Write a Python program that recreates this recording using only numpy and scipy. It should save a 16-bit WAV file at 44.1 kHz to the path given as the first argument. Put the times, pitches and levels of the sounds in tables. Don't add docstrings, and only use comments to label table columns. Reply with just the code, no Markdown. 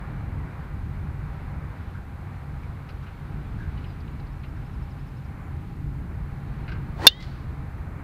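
import sys
import numpy as np
from scipy import signal
from scipy.fft import rfft, irfft, next_fast_len
from scipy.io import wavfile
from scipy.ndimage import minimum_filter1d, map_coordinates

SR = 44100
rng = np.random.default_rng(int(sys.argv[2]) if len(sys.argv) > 2 else 0)


def pcm_store(signal):
    levels = np.round(np.clip(np.atleast_2d(signal), -1, 1) * 32767)
    wavfile.write(sys.argv[1], SR, levels.astype(np.int16).T)


def volts_from_decibels(level):
    exponent = np.asarray(level, float) / 20
    return 10 ** exponent


N = 354211
T = np.arange(N) / SR
BLOW_S = 7.0681


def unit(x):
    return x / np.sqrt(np.mean(x ** 2) + 1e-20)


def curves(rows):
    time_s, *columns = np.transpose(rows)
    return [np.interp(T, time_s, column) for column in columns]


def wobble(rate_hz):
    knots = rng.standard_normal(int(N * rate_hz / SR) + 4)
    return map_coordinates(knots, [T * rate_hz])


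def filtered(x, response):
    size = next_fast_len(len(x) + 8192)
    hz = np.fft.rfftfreq(size, 1 / SR)
    return irfft(rfft(x, size) * response(hz), size)[:len(x)]


def noise(spectrum, size=N):
    point_hz, point_db = np.transpose(spectrum)

    def response(hz):
        return volts_from_decibels(np.interp(np.log(hz + 1), np.log(point_hz + 1), point_db))

    return unit(filtered(rng.standard_normal(size), response))


def resonance(hz, centre_hz, width_hz):
    return 1j * hz * width_hz / (centre_hz ** 2 - hz ** 2 + 1j * hz * width_hz)


def add(track, start_s, sound):
    part = track[round(start_s * SR):][:len(sound)]
    part += sound[:len(part)]


# (time [s], rumble level [dB], tyre roar level [dB], leaves level [dB])
FAR_LEVELS = [(0.0, -34.5, -46, -63), (0.4, -31.5, -47, -63), (0.7, -35.5, -48.5, -65.5),
              (1.1, -32, -48, -65), (1.7, -33.5, -47, -65), (2.1, -35, -50, -65.5),
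              (3.05, -37, -49.5, -64.5), (3.4, -33, -50, -63), (3.9, -32.5, -50, -63),
              (4.5, -34, -50.5, -65), (5.05, -36.5, -51, -64), (5.8, -32, -51.5, -67.5),
              (6.6, -33.5, -49, -63), (7.5, -33, -48.5, -65.5), (8.0, -34.5, -48, -66.5)]
# (frequency [Hz], density [dB])
RUMBLE_SPECTRUM = [(8.8, -43), (15, -13.5), (48, 2), (91, 2), (112, -3.5), (140, -1.5), (166, -6),
                   (237, -14.5), (277, -14.5), (450, -27.5), (580, -61.5), (990, -120)]
ROAR_SPECTRUM = [(180, -31), (300, -6.5), (481, -4.5), (567, -6), (667, -5.5), (728, -5), (786, -2.5),
                 (849, -6), (917, -3.5), (1540, -6.5), (1720, -9), (2340, -12.5), (3000, -32), (3900, -62),
                 (6600, -120)]
LEAVES_SPECTRUM = [(1530, -25.5), (2600, -1.5), (3250, -6.5), (4170, -7), (5230, -17.5), (6000, -21.5),
                   (7800, -45), (13200, -120)]
# (frequency [Hz], width [Hz], level [dB rms])
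DRONE_BANDS = [(138.6, 9.7, -44.5), (809.7, 22, -62)]


def background():
    rumble_db, roar_db, leaves_db = curves(FAR_LEVELS)
    rumble_db = rumble_db + 1.1 * wobble(7) + 0.83 * wobble(16)
    roar_db = roar_db + 0.77 * wobble(5)
    leaves_db = leaves_db + 0.8 * wobble(6)
    out = volts_from_decibels(rumble_db) * noise(RUMBLE_SPECTRUM)
    out += volts_from_decibels(roar_db) * noise(ROAR_SPECTRUM)
    out += volts_from_decibels(leaves_db) * noise(LEAVES_SPECTRUM)
    for centre_hz, width_hz, level_db in DRONE_BANDS:
        drone = filtered(rng.standard_normal(N), lambda hz: resonance(hz, centre_hz, width_hz) ** 2)
        out += volts_from_decibels(level_db) * unit(drone)
    return out


# (time [s], length [s], start pitch [Hz], end pitch [Hz], level [dB rms])
BIRD_NOTES = [(3.847, .1, 5250, 4700, -71), (4.04, .1, 6750, 6850, -83), (5.41, .09, 7000, 7080, -81)]
SONG_S, PAIR_S, ANSWER_S = 4.307, 0.1702, 0.08
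RISING, FALLING = (0.032, 4900, 5700), (0.031, 6200, 4750)  # (length [s], start pitch [Hz], end pitch [Hz])
PAIR_DB, SCATTER_DB = (-75, -77, -73, -69.5, -72.5, -72), 0.8


def bird():
    out = np.zeros(N)
    notes = list(BIRD_NOTES)
    for k, pair_db in enumerate(PAIR_DB):
        for j, shape in enumerate((RISING, FALLING)):
            level_db = pair_db + SCATTER_DB * rng.standard_normal()
            notes.append((SONG_S + PAIR_S * k + ANSWER_S * j, *shape, level_db))
    for start_s, length_s, start_hz, end_hz, level_db in notes:
        u = np.arange(int(length_s * SR)) / (length_s * SR)
        height = u if end_hz > start_hz else 1 - u
        pitch_hz = min(start_hz, end_hz) + abs(end_hz - start_hz) * height ** 1.5
        tone = np.sin(2 * np.pi * np.cumsum(pitch_hz) / SR)
        swell = np.sin(np.pi * u) ** 0.8 * (1 - 0.5 * height)
        flutter = volts_from_decibels(2.5 * wobble(150)[:len(u)])
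        add(out, start_s, volts_from_decibels(level_db) * unit(swell * flutter * tone))
    return out


# (frequency [Hz], width [Hz], gain [dB])
LEATHER_MODES = [(1320, 120, 9), (1590, 110, 10), (2150, 200, 1), (2500, 220, 1), (2910, 240, -0.5),
                 (4000, 280, -1.5), (4400, 350, -2), (4780, 250, -1.5), (5430, 350, -8)]


def leather(hz, colour_hz, spread_oct):
    total = 0
    for k, (centre_hz, width_hz, gain_db) in enumerate(LEATHER_MODES):
        weight = np.exp(-(np.log2(centre_hz / colour_hz) / spread_oct) ** 2)
        total = total + (-1) ** k * volts_from_decibels(gain_db) * weight * resonance(hz, centre_hz, width_hz)
    return total


# (time [s], level [dB], length [s], colour centre [Hz], colour spread [octaves])
CREAK_EVENTS = [(1.94, -50.5, 0.072, 1490, 0.22), (2.629, -55.5, .025, 2150, .15),
                (2.889, -50.5, 0.025, 2600, 1.4), (3.028, -50, 0.026, 1320, .15),
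                (3.064, -52, .03, 2200, 0.83), (3.588, -49, 0.08, 1600, 0.22),
                (3.775, -55, 0.014, 3100, 0.53), (3.841, -51, 0.011, 2900, .5),
                (4.003, -58.5, 0.01, 3900, 0.95), (4.076, -57, .012, 3100, .35),
                (4.197, -59, .012, 3800, .7), (4.268, -64, .01, 4750, .3),
                (4.434, -51.5, 0.021, 2690, 0.68), (6.679, -43.5, 0.029, 2000, 1.26),
                (6.716, -42, 0.022, 1900, 1.6), (6.749, -49.5, 0.026, 1900, 0.75)]


def creaks():
    out = np.zeros(N)
    t = np.arange(SR // 4) / SR
    for start_s, level_db, length_s, colour_hz, spread_oct in CREAK_EVENTS:
        slips = rng.standard_normal(len(t)) * (rng.random(len(t)) < 0.14)
        slips[0] = 4.0
        stroke = np.clip(0.51 + t / 0.003, 0, 1) * np.exp(-(t / length_s) ** 2)

        def response(hz):
            return leather(hz, colour_hz, spread_oct) * resonance(hz, colour_hz, 3.5 * colour_hz)

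        creak = unit(filtered(slips * stroke, response))
        add(out, start_s, volts_from_decibels(level_db) * creak * np.sqrt(length_s / t[-1]))
    return out


# (delay [s], level [dB], t60 [s])
ECHO_BURSTS = [(.006, -21.5, .075), (.03, -41.5, 0.26), (.133, -43, 0.084), (.155, -37, 0.054),
               (.17, -44, .06), (.18, -56, 1)]
# (frequency [Hz], density [dB])
TREES_SPECTRUM = [(880, -38), (1500, -10), (2090, -5.5), (2260, -10.5), (3020, -4), (3660, -4), (4470, -2),
                  (5460, -12.5), (11000, -34.5), (14300, -68.5), (22000, -120)]


def echoes():
    out = np.zeros(N)
    t = np.arange(SR) / SR
    onset = 1 - np.exp(-t / 0.003)
    for delay_s, level_db, t60_s in ECHO_BURSTS:
        decay = volts_from_decibels(level_db - 60 * t / t60_s)
        add(out, BLOW_S + delay_s, decay * onset * noise(TREES_SPECTRUM, size=SR))
    return out


# (frequency [Hz], density [dB])
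SWISH_SPECTRUM = [(150, -42), (250, -12), (371, 2), (1020, -14.5), (1170, -9), (2530, -20.5), (3560, -24),
                  (3880, -24.5), (4370, -22.5), (5550, -31), (15000, -47)]
FASTEST_S, GAIN_S, LOSE_S, ROUNDNESS = 7.058, 0.225, 0.5, 1.35
WHISTLE_HZ, RUSH_DB, WHISTLE_DB = 945, -27.5, -33.5
RUSH_POWER, WHISTLE_POWER = 9.5, 11.5
RUSH_PAST_DB, WHISTLE_PAST_DB, PAST_S = 11, 25, 0.016


def swing():
    span_s = np.where(T < FASTEST_S, GAIN_S, LOSE_S)
    speed = np.exp(-(np.abs(T - FASTEST_S) / span_s) ** ROUNDNESS)
    past = 1 - np.exp(-np.clip(T - FASTEST_S, 0, None) / PAST_S)
    phase = 2 * np.pi * np.cumsum(WHISTLE_HZ * speed) / SR
    whistle = (0.22 + wobble(300)) * np.sin(phase)
    whistle += 0.25 * wobble(420) * np.sin(2 * phase)
    rush_gain = volts_from_decibels(RUSH_DB - RUSH_PAST_DB * past) * speed ** RUSH_POWER
    whistle_gain = volts_from_decibels(WHISTLE_DB - WHISTLE_PAST_DB * past) * speed ** WHISTLE_POWER
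    return rush_gain * noise(SWISH_SPECTRUM) + whistle_gain * unit(whistle)


# (frequency [Hz], level [dB], t60 [s])
HEAD_MODES = [(1600, -0.5, .02), (1797, -43, 1.2), (2280, -16.5, .02), (2760, 1.5, .05), (2890, -25.5, .24),
              (3080, -9, .05), (3340, -28, 0.25), (3600, 13, 0.044), (3795, -13, .05), (4054, 1.5, 0.04),
              (4330, 10.5, .025), (4883, 4.5, 0.027), (5476, 3, 0.025), (6500, -15, 0.04),
              (7680, -22.5, 0.039), (4280, -16.5, .06), (4670, -22.5, 0.066), (5700, -22.5, .05),
              (8680, -27.5, .04)]
# (frequency [Hz], density [dB])
CRACK_SPECTRUM = [(150, -36.5), (350, -3.5), (1000, -8.5), (2000, -10), (5000, 6.5), (9000, -13.5),
                  (16000, -20)]
AWAY_M_S, LAST_M_S, TURN_S, SOUND_M_S = 46, -4, 0.071, 343
HIDDEN_S, HIDE_DB_PER_S = 0.157, 700


def strike():
    t = np.clip(T - BLOW_S, 0, None)
    struck = t > 0
    away_m_s = LAST_M_S + (AWAY_M_S - LAST_M_S) * np.exp(-(t / TURN_S) ** 2)
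    doppler = (SOUND_M_S + AWAY_M_S) / (SOUND_M_S + away_m_s)
    heard_s = np.cumsum(doppler * struck) / SR
    flutter_db = 4.2 * np.clip(t / 0.046, 0, 1)
    ring = np.zeros(N)
    for mode_hz, level_db, t60_s in HEAD_MODES:
        envelope = volts_from_decibels(level_db + flutter_db * wobble(170) - 60 * t / t60_s)
        ring += envelope * np.sin(2 * np.pi * mode_hz * heard_s)
    ring *= volts_from_decibels(-HIDE_DB_PER_S * np.clip(t - HIDDEN_S, 0, None))
    ring *= 1 - np.exp(-t / 0.00095)
    u = t / 0.00018
    push = volts_from_decibels(13.0) * u * (2 - u) * np.exp(-u)
    crack = volts_from_decibels(0.5 - 60 * t / 0.024) * noise(CRACK_SPECTRUM) * struck
    return ring + push + crack


def scene():
    return (background() + bird() + creaks() + echoes() + swing() + strike())[None]


# (frequency [Hz], density [dB])
HISS_SPECTRUM = [(2940, -34), (5000, 0.5), (5330, -6), (6160, -2), (15100, -3), (16000, -27)]


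def preamp_hiss():
    return volts_from_decibels(-71.0) * noise(HISS_SPECTRUM)


def ducked(x, knee_db, slope, hold_s, attack_s, release_s):
    level_db = 20 * np.log10(np.abs(x) + 1e-9)
    want_db = -slope * np.clip(level_db - knee_db, 0, None)
    hold = int(hold_s * SR)
    held_db = minimum_filter1d(want_db, hold, origin=(hold - 1) // 2)

    def lagged(gain_db, lag_s):
        step = 1 / (lag_s * SR)
        return signal.lfilter([step], [1, step - 1], gain_db)

    attacked_db = lagged(held_db, attack_s)
    gain_db = np.minimum(attacked_db, lagged(attacked_db, release_s))
    return x * volts_from_decibels(gain_db)


def band_limit(x):
    return signal.sosfilt(signal.butter(12, 21850, fs=SR, output="sos"), x)


def record(dry):
    x = dry[0] + preamp_hiss()
    x = ducked(x, knee_db=-2.0, slope=0.55, hold_s=0.068, attack_s=0.013, release_s=0.023)
    clipped = x / (1 + np.abs(x / 0.99) ** 12) ** (1 / 12)
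    mix = filtered(clipped, lambda hz: np.where(hz < 15750, 1, volts_from_decibels(-16)))
    return band_limit(mix[None])


dry = scene()
out = record(dry)
pcm_store(out)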